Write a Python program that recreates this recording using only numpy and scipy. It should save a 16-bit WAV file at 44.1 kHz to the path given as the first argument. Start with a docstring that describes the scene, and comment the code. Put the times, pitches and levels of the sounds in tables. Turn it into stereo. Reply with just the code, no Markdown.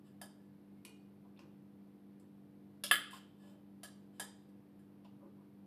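"""Small hard kitchen: a steel spoon serves wet bean salad from a hand-held glass bowl onto a china plate.
Spoon blows on the bowl mix short noisy clicks with damped sines; taps on the plate add a china ring.
The salad squelches softly in clusters of popping air pockets; the sliding spoon gives faint stick-slip grit.
Resonances, reflections and a dense tail answer; behind it a fridge hums in steady lines over shaped noise."""
import sys
import numpy as np
from scipy import signal
from scipy.fft import rfft, irfft
from scipy.io import wavfile

SR = 44100
rng = np.random.default_rng(int(sys.argv[2]) if len(sys.argv) > 2 else 0)


def dump_mix(stems):
    """Bounce the given channels to the path in sys.argv[1] as a 16-bit WAV at rate SR."""
    frames = np.atleast_2d(stems).T  # one column per channel
    limited = np.clip(frames, -1, 1)  # hard clip at full scale
    pcm = np.round(limited * 32767).astype(np.int16)
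    wavfile.write(sys.argv[1], SR, pcm)


N = 249606
T = np.arange(SR // 2) / SR  # time axis of one click or ring, s

# Modes of the glass bowl, split in pairs by its uneven load.
# Each row: frequency in Hz, relative level in dB, t60 in s.
BOWL_MODES = np.transpose([[690, 1262, 1677, 1712, 3104, 3169, 3935, 4805, 4860, 6720, 8825, 10812, 12370, 13950, 14070],
              [-18, -10, 0, -5, 2, -5, -21, -12, -17, -28, -21, -17, -20, -14, -14],
              [.1, .16, .19, .14, .16, .12, .13, .13, .15, .2, .24, .24, .24, .12, .15]])
# Spectrum of the steel tick. Each row: frequency in Hz, relative density in dB per Hz.
TICK_SPECTRUM = [(2500, -43.5), (6300, -22.5), (7400, -1.5), (9000, -0.5), (11000, -0.5), (11900, -5),
                 (12400, -7.5), (13300, -14), (14000, -1.5), (15000, -19)]


def amp(db):
    """Converts dB to amplitude."""
    return 10 ** (np.asarray(db) / 20)


def unit(x):
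    """Scales to an energy of one."""
    return x / np.sqrt(np.sum(x ** 2) + 1e-20)


def evened(x):
    """Scales to an rms of one."""
    return x / np.sqrt(np.mean(x ** 2) + 1e-20)


def read(points, hz):
    """Reads a table along a log-frequency axis."""
    f, value = np.transpose(points)
    return np.interp(np.log(hz + 1), np.log(f + 1), value)


def add(mix, start_s, sound):
    """Mixes a sound in at start_s."""
    part = mix[max(round(start_s * SR), 0):][:len(sound)]
    part += sound[:len(part)]


def snap(spectrum):
    """The shortest causal (minimum-phase) click that has this spectrum."""
    hz = abs(np.fft.fftfreq(len(T), 1 / SR))
    log_gain = np.log(amp(read(spectrum, hz)))
    min_phase = np.exp(np.conj(signal.hilbert(log_gain)))
    return unit(np.fft.ifft(min_phase).real)


def ring(modes):
    """Damped sines, each caught at a chance phase, under one soft onset."""
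    onset_s = 0.00011
    swing = np.zeros(len(T))
    for hz, db, t60_s in modes:
        swing += amp(db - 60 * T / t60_s) * np.sin(2 * np.pi * (hz * T + rng.random()))
    return unit(swing * (1 - np.exp(-T / onset_s)) ** 2)


def band(x, hz, width_hz):
    """Passes a bell-shaped band around hz."""
    f = np.fft.rfftfreq(len(x), 1 / SR)
    bell = np.exp(-.5 * ((f - hz) / width_hz) ** 2)
    return evened(irfft(rfft(x) * bell, len(x)))


def contact(chatter_s):
    """A sharp push, then the steel chatters weakly on the surface for a few milliseconds."""
    force = unit(rng.standard_normal(len(T)) * np.exp(-T / max(chatter_s, 1 / SR)))
    force[0] = 1.3  # the push
    return unit(force)


def cushioned(ends, cushion):
    """Blends from the bare value to the fully cushioned one."""
    bare, full = ends
    return bare + (full - bare) * np.clip(cushion, 0, 1)


def diffuse(n):
    """Noise from all directions at the two microphones: most alike in the bass."""
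    # Each row: frequency in Hz, left-right correlation.
    likeness = [(60, 0.93), (150, 0.86), (380, 0.71), (940, -0.12), (2350, 0.094), (5880, 0.062),
                (14700, -0.47)]
    left, other = rfft(rng.standard_normal((2, n)))
    same = np.clip(read(likeness, np.fft.rfftfreq(n, 1 / SR)), -1, 1)
    right = same * left + np.sqrt(1 - same ** 2) * other
    return irfft(np.array([left, right]), n)


def air(level_db=-64):
    """Soft machine rumble and hiss, as spectrally shaped diffuse noise."""
    # Room air. Each row: frequency in Hz, relative density in dB per Hz.
    air_spectrum = [(20, -2), (45, -5.5), (65, -14.5), (95, -5.5), (140, 2), (220, -2), (350, -4),
                    (520, -12), (800, -12.5), (1300, -21), (2500, -27.5), (4500, -33), (7000, -42.5),
                    (12000, -30), (14500, -33)]
    gain = amp(read(air_spectrum, np.fft.rfftfreq(N, 1 / SR)))
    return amp(level_db) * evened(irfft(rfft(diffuse(N)) * gain, N))


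def fridge(waver=.1, knot_s=.07):
    """Mains and compressor lines, each wavering a little in level and phase."""
    # Multiples of the motor's turning and of the mains. Each row: frequency in Hz, level in dB.
    hum_lines = np.transpose([[100, 146, 196.3, 200, 245.4, 294.5, 343.6, 392.7, 441.8, 490.9],
                 [-76, -74, -73, -60.5, -77, -65.5, -76, -84, -85, -80]])
    t, out = np.arange(N) / SR, np.zeros(N)
    knots = np.arange(0, N / SR + 1, knot_s)
    for hz, db in hum_lines:
        swell = waver * np.interp(t, knots, rng.standard_normal(len(knots)))
        drift_rad = waver * np.interp(t, knots, rng.standard_normal(len(knots)))
        tone = np.sin(2 * np.pi * (hz * t + rng.random()) + drift_rad)
        out += np.sqrt(2) * amp(db) * (1 + swell) * tone
    return out


def kitchen(x, tail_db, build_s=0.00063, nook_db=2, nook_t60_s=0.11):
    """Direct sound, near reflections, and a dense tail that dies band by band."""
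    # Each row: frequency in Hz, t60 in s.
    room_t60 = [(200, 1), (600, .48), (1400, 0.5), (3500, 0.52), (9000, 0.37), (14000, 0.11)]
    # Board, worktop and wall. Each row: left delay in s, right delay in s, level in dB.
    reflections = [(.00113, .00113, -2), (.0029, .003, -1.5), (.0068, .0074, -12), (.0122, .0152, -9.5),
                   (.0282, .045, -7)]
    hz, t, z = signal.stft(diffuse(len(T)), SR, nperseg=256)
    # the nook above the worktop empties quickly, the whole room more slowly
    nook = amp(nook_db - 60 * t / nook_t60_s)
    room = amp(-60 * t / read(room_t60, hz)[:, None])
    tails = signal.istft(z * (nook + room), SR, nperseg=256)[1][:, :len(T)]
    stereo = np.broadcast_to(x, (2, N))
    out = []
    for side, tail in enumerate(tails):
        response = amp(tail_db) * unit(tail * (1 - np.exp(-T / build_s)))
        response[2 * (1 - side)] += 1  # the left microphone is a little farther away
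        for *delays_s, db in reflections:
            add(response, delays_s[side], amp([db]))
        out.append(signal.fftconvolve(stereo[side], response)[:N])
    return np.array(out)


def slides(sing_width_hz=18, grain=0.79, pressure_db=-3.5, glass_db=-7, sing_db=-88):
    """Fine stick-slip grit that sets the bowl ringing, with one faint note singing under the stroke."""
    # Spoon on glass or china. Each row: start in s, length in s, grit level in dB, singing pitch in Hz.
    strokes = [(0.038, 0.063, -78, 1720), (0.362, 0.16, -94, 1724), (0.687, 0.14, -95, 2154),
               (3.095, 0.097, -60.5, 3080), (3.367, 0.19, -76, 1719), (4.12, 0.097, -80, 1690)]
    # Each row: frequency in Hz, relative density in dB per Hz.
    grit_spectrum = [(300, -15), (1200, -3.5), (2200, -12), (3100, 1), (4400, -9.5), (4900, -4.5),
                     (6000, -18.5), (7700, -7), (12500, -16.5), (14000, -18)]
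    out = np.zeros(N)
    glass = unit(np.gradient(ring(BOWL_MODES)))  # tiny slips favour the high modes
    body = snap(grit_spectrum) + amp(glass_db) * glass
    for start_s, length_s, grit_db, hz in strokes:
        n = round(length_s * SR)
        pressure = amp(pressure_db) * np.sqrt(np.hanning(n))
        slips = evened(rng.standard_normal(n) * np.exp(grain * rng.standard_normal(n)))
        add(out, start_s, amp(grit_db) * signal.fftconvolve(pressure * slips, body))
        add(out, start_s, amp(sing_db) * pressure * band(slips, hz, sing_width_hz))
    return out


def pops(length_s, hz, pops_per_s=900, spread=.3, decay_const=2.5):
    """A cluster of tiny pops around one pitch."""
    t = T[:2048]
    cluster = np.zeros(round(length_s * SR) + len(t))
    for when, pitch, size in rng.random((int(length_s * pops_per_s) + 1, 3)):
        f = hz * np.exp(spread * (2 * pitch - 1))
        # the thick dressing softens each start
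        swell = (1 - np.exp(-f * t)) * np.exp(-f * t / decay_const)
        add(cluster, when * length_s, size ** 2 * swell * np.sin(2 * np.pi * f * t))
    return np.sqrt(length_s * SR) * unit(cluster)


def salad(level_db=-3, spatter_hz=1120, spatter_db=-10):
    """Squelches burst air pockets of similar size in the dressing; two spoon clicks share the method."""
    # Salad pressed, pulled and dropped, and two small high spoon clicks (1.363 s, 5.045 s).
    # Each row: start in s, length in s, level in dB before level_db, main pop pitch in Hz.
    squelches = [(0.857, 0.047, -67.5, 367), (1.248, 0.023, -74.5, 950), (1.363, 0.016, -74.5, 3410),
                 (1.398, .06, -70, 384), (2.188, 0.062, -79.5, 430), (3.13, 0.018, -58.5, 1270),
                 (3.434, 0.1346, -77, 692), (5.044, 0.014, -67.5, 813.2), (5.045, 0.01044, -73, 3534),
                 (5.207, 0.063, -65.5, 434), (5.371, 0.051, -80.5, 956)]
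    out = np.zeros(N)
    for start_s, length_s, db, hz in squelches:
        # main pops with a fainter spatter
        cluster = pops(length_s, hz) + amp(spatter_db) * pops(length_s, spatter_hz)
        add(out, start_s, amp(db + level_db) * cluster)
    return out


def plate(chatter_s=0.0011, tick_db=3, china_db=2.5, served_s=1.2, salad_damps_db=14):
    """Light taps that leave a short china ring, weaker once salad lies on the plate."""
    # Spoon and crockery. Each row: start in s, strength in dB, share of steel tick 0-1.
    taps = [(0.85, -36, 1), (1.392, -39.5, 0.01), (2.1982, -55, 0.7), (5.0463, -55, 0.43)]
    # Each row: frequency in Hz, relative level in dB, t60 in s.
    china_modes = np.transpose([[1050, 2449, 2859, 3040, 4484, 5900, 6740, 7704],
                   [-12, 0, 0, -6, -4, -14, -10, -8], [.06, .1, .08, .06, .09, .08, .1, .1]])
    # Each row: frequency in Hz, relative density in dB per Hz.
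    click_spectrum = [(100, -28), (380, 1), (650, 0), (1000, -1.5), (1800, -6), (2400, 0), (2900, -1.5),
                      (3700, -4), (5500, -8), (7000, -12.5), (14000, -24.5)]
    out = np.zeros(N)
    china, click = ring(china_modes), snap(click_spectrum)
    steel = amp(tick_db) * snap(TICK_SPECTRUM)
    for start_s, db, tick_share in taps:
        ring_db = db + china_db - salad_damps_db * (start_s > served_s)
        add(out, start_s, amp(ring_db) * china)
        tap = signal.fftconvolve(contact(chatter_s), click + tick_share * steel)
        add(out, start_s, amp(db) * tap)
    return out


def bowl(room_modes_db=-6.0, clank_body_db=2.5, ring_db=-1.0, clank_wet_db=0, ring_wet_db=-5):
    """Each blow mixes the ring of glass and room with a fast-dying knock, clank, tick and skid."""
    # Each row: start in s, strength in dB, cushion of salad 0-1, glancing 0-1, left minus right in dB.
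    spoon_blows = [(0.2146, -29.5, 0.88, .09, 0.5), (2.8375, -27.5, .55, 0.96, 1), (2.9121, 1, 0, 0.03, 0),
                   (3.1085, -35.5, 0.4, .07, 1), (3.833, -28.5, 0.96, 0.07, 1.5),
                   (4.1976, -20.5, 0.95, 0.04, 1.5), (4.4880, -64.5, 1, .4, -2.5),
                   (4.7920, -55.5, .7, 0.03, -0.5)]
    # Spectra of the fast-dying parts. Each row: frequency in Hz, relative density in dB per Hz.
    knock_spectrum = [(70, -21), (180, -6), (400, -9.5), (680, -2), (830, -2), (970, -1), (1150, -8),
                      (1500, -3.5), (2400, -16), (3500, -13), (4400, -18), (4900, -4.5), (5600, -15.5),
                      (6300, -17), (9000, -35.5)]
    clank_spectrum = [(60, -35), (180, -28.5), (500, -15.5), (830, -15.5), (970, -25.5), (1180, 0),
                      (2100, -4.5), (2350, -17), (2550, -7), (2870, -7.5), (3450, -0.5), (3800, -15),
                      (4450, -23), (4900, -18.5), (5800, -39), (12000, -42)]
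    skid_spectrum = [(100, -24.5), (560, -7.5), (1000, -4), (2200, -4.5), (2800, 4.5), (3400, 6), (4100, 0),
                     (5500, -1.5), (6800, -5), (10000, -2), (14000, -0.5)]
    # Close-packed room resonances set off by a hard blow, and modes of the hollow bump.
    # Each row: frequency in Hz, relative level in dB, t60 in s.
    room_modes = np.transpose([[1173, 1336, 1775, 1955, 2091, 2143, 2431, 2530, 3309, 3418, 3526, 8030, 9110, 11209],
                  [-6, -4, -2, -2, -4, -5, -9, -7, -1, -1, -2, -15, -14, -12],
                  [.15, .15, .16, .18, .17, .17, .18, .15, .18, .16, .15, .2, .18, .2]])
    bump_modes = [(587, -1.5, .09), (1337, -1.5, .12), (2960, -0.5, 0.046), (4100, 0, .08)]
    # salad between steel and glass trades the clank for a dull knock and a longer chatter:
    # (on bare glass, fully cushioned)
    knock_ends_db, clank_ends_db, tick_ends_db = (-28, -2.5), (-4, -14.5), (-14, -1.5)
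    chatter_ends_s = (.0012, .003)
    skid_db, bump_db = 13, 3.5  # at a fully glancing blow
    muffle_hz, muffle_db = 2500, 2  # cut of the glass modes above this pitch under a full cushion

    blows, clanks, rings = np.zeros((3, 2, N))
    knock_snap, clank_snap = snap(knock_spectrum), snap(clank_spectrum)
    tick_snap, skid_snap = snap(TICK_SPECTRUM), snap(skid_spectrum)
    for start_s, db, cushion, glancing, pan_db in spoon_blows:
        clank_db = cushioned(clank_ends_db, cushion)
        knock = amp(cushioned(knock_ends_db, cushion)) * knock_snap
        clank = amp(clank_db + clank_body_db) * clank_snap
        tick = amp(cushioned(tick_ends_db, cushion)) * tick_snap
        skid = glancing * amp(skid_db) * skid_snap
        force = contact(cushioned(chatter_ends_s, cushion))
        blow = signal.fftconvolve(force, knock + tick + skid)[:len(T)]

        muffled_modes = [(hz, level_db - muffle_db * cushion * (hz > muffle_hz), t60_s)
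                         for hz, level_db, t60_s in BOWL_MODES]
        glass = amp(ring_db) * ring(muffled_modes)
        room = amp(clank_db + room_modes_db) * ring(room_modes)
        bump = glancing * amp(bump_db) * ring(bump_modes)
        ringing = glass + room + bump

        for side, gain in enumerate(amp([db + pan_db / 2, db - pan_db / 2])):
            add(blows[side], start_s, gain * blow)
            add(clanks[side], start_s, gain * clank)
            add(rings[side], start_s, gain * ringing)
    wet_blows = kitchen(blows, tail_db=9.0)
    wet_clanks = kitchen(clanks, tail_db=clank_wet_db)
    return wet_blows + wet_clanks + kitchen(rings, tail_db=ring_wet_db)


def scene():
    """Serving sounds in the room, over a background that leans slightly left."""
    lean = amp([[.2], [-.2]])
    background = lean * (fridge() + air())
    serving = kitchen(plate() + salad() + slides(), tail_db=6.0)
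    return bowl() + serving + background


def record(dry, low_cut_hz=85, edge_hz=14350):
    """The recorder's bass cut and band limit."""
    high_pass = signal.butter(2, low_cut_hz, "highpass", fs=SR, output="sos")
    thin = signal.sosfilt(high_pass, dry)
    low_pass = signal.firwin(511, edge_hz, window=("kaiser", 9), fs=SR)
    return signal.oaconvolve(thin, low_pass[None], "same")


dry = scene()
out = record(dry)
dump_mix(out)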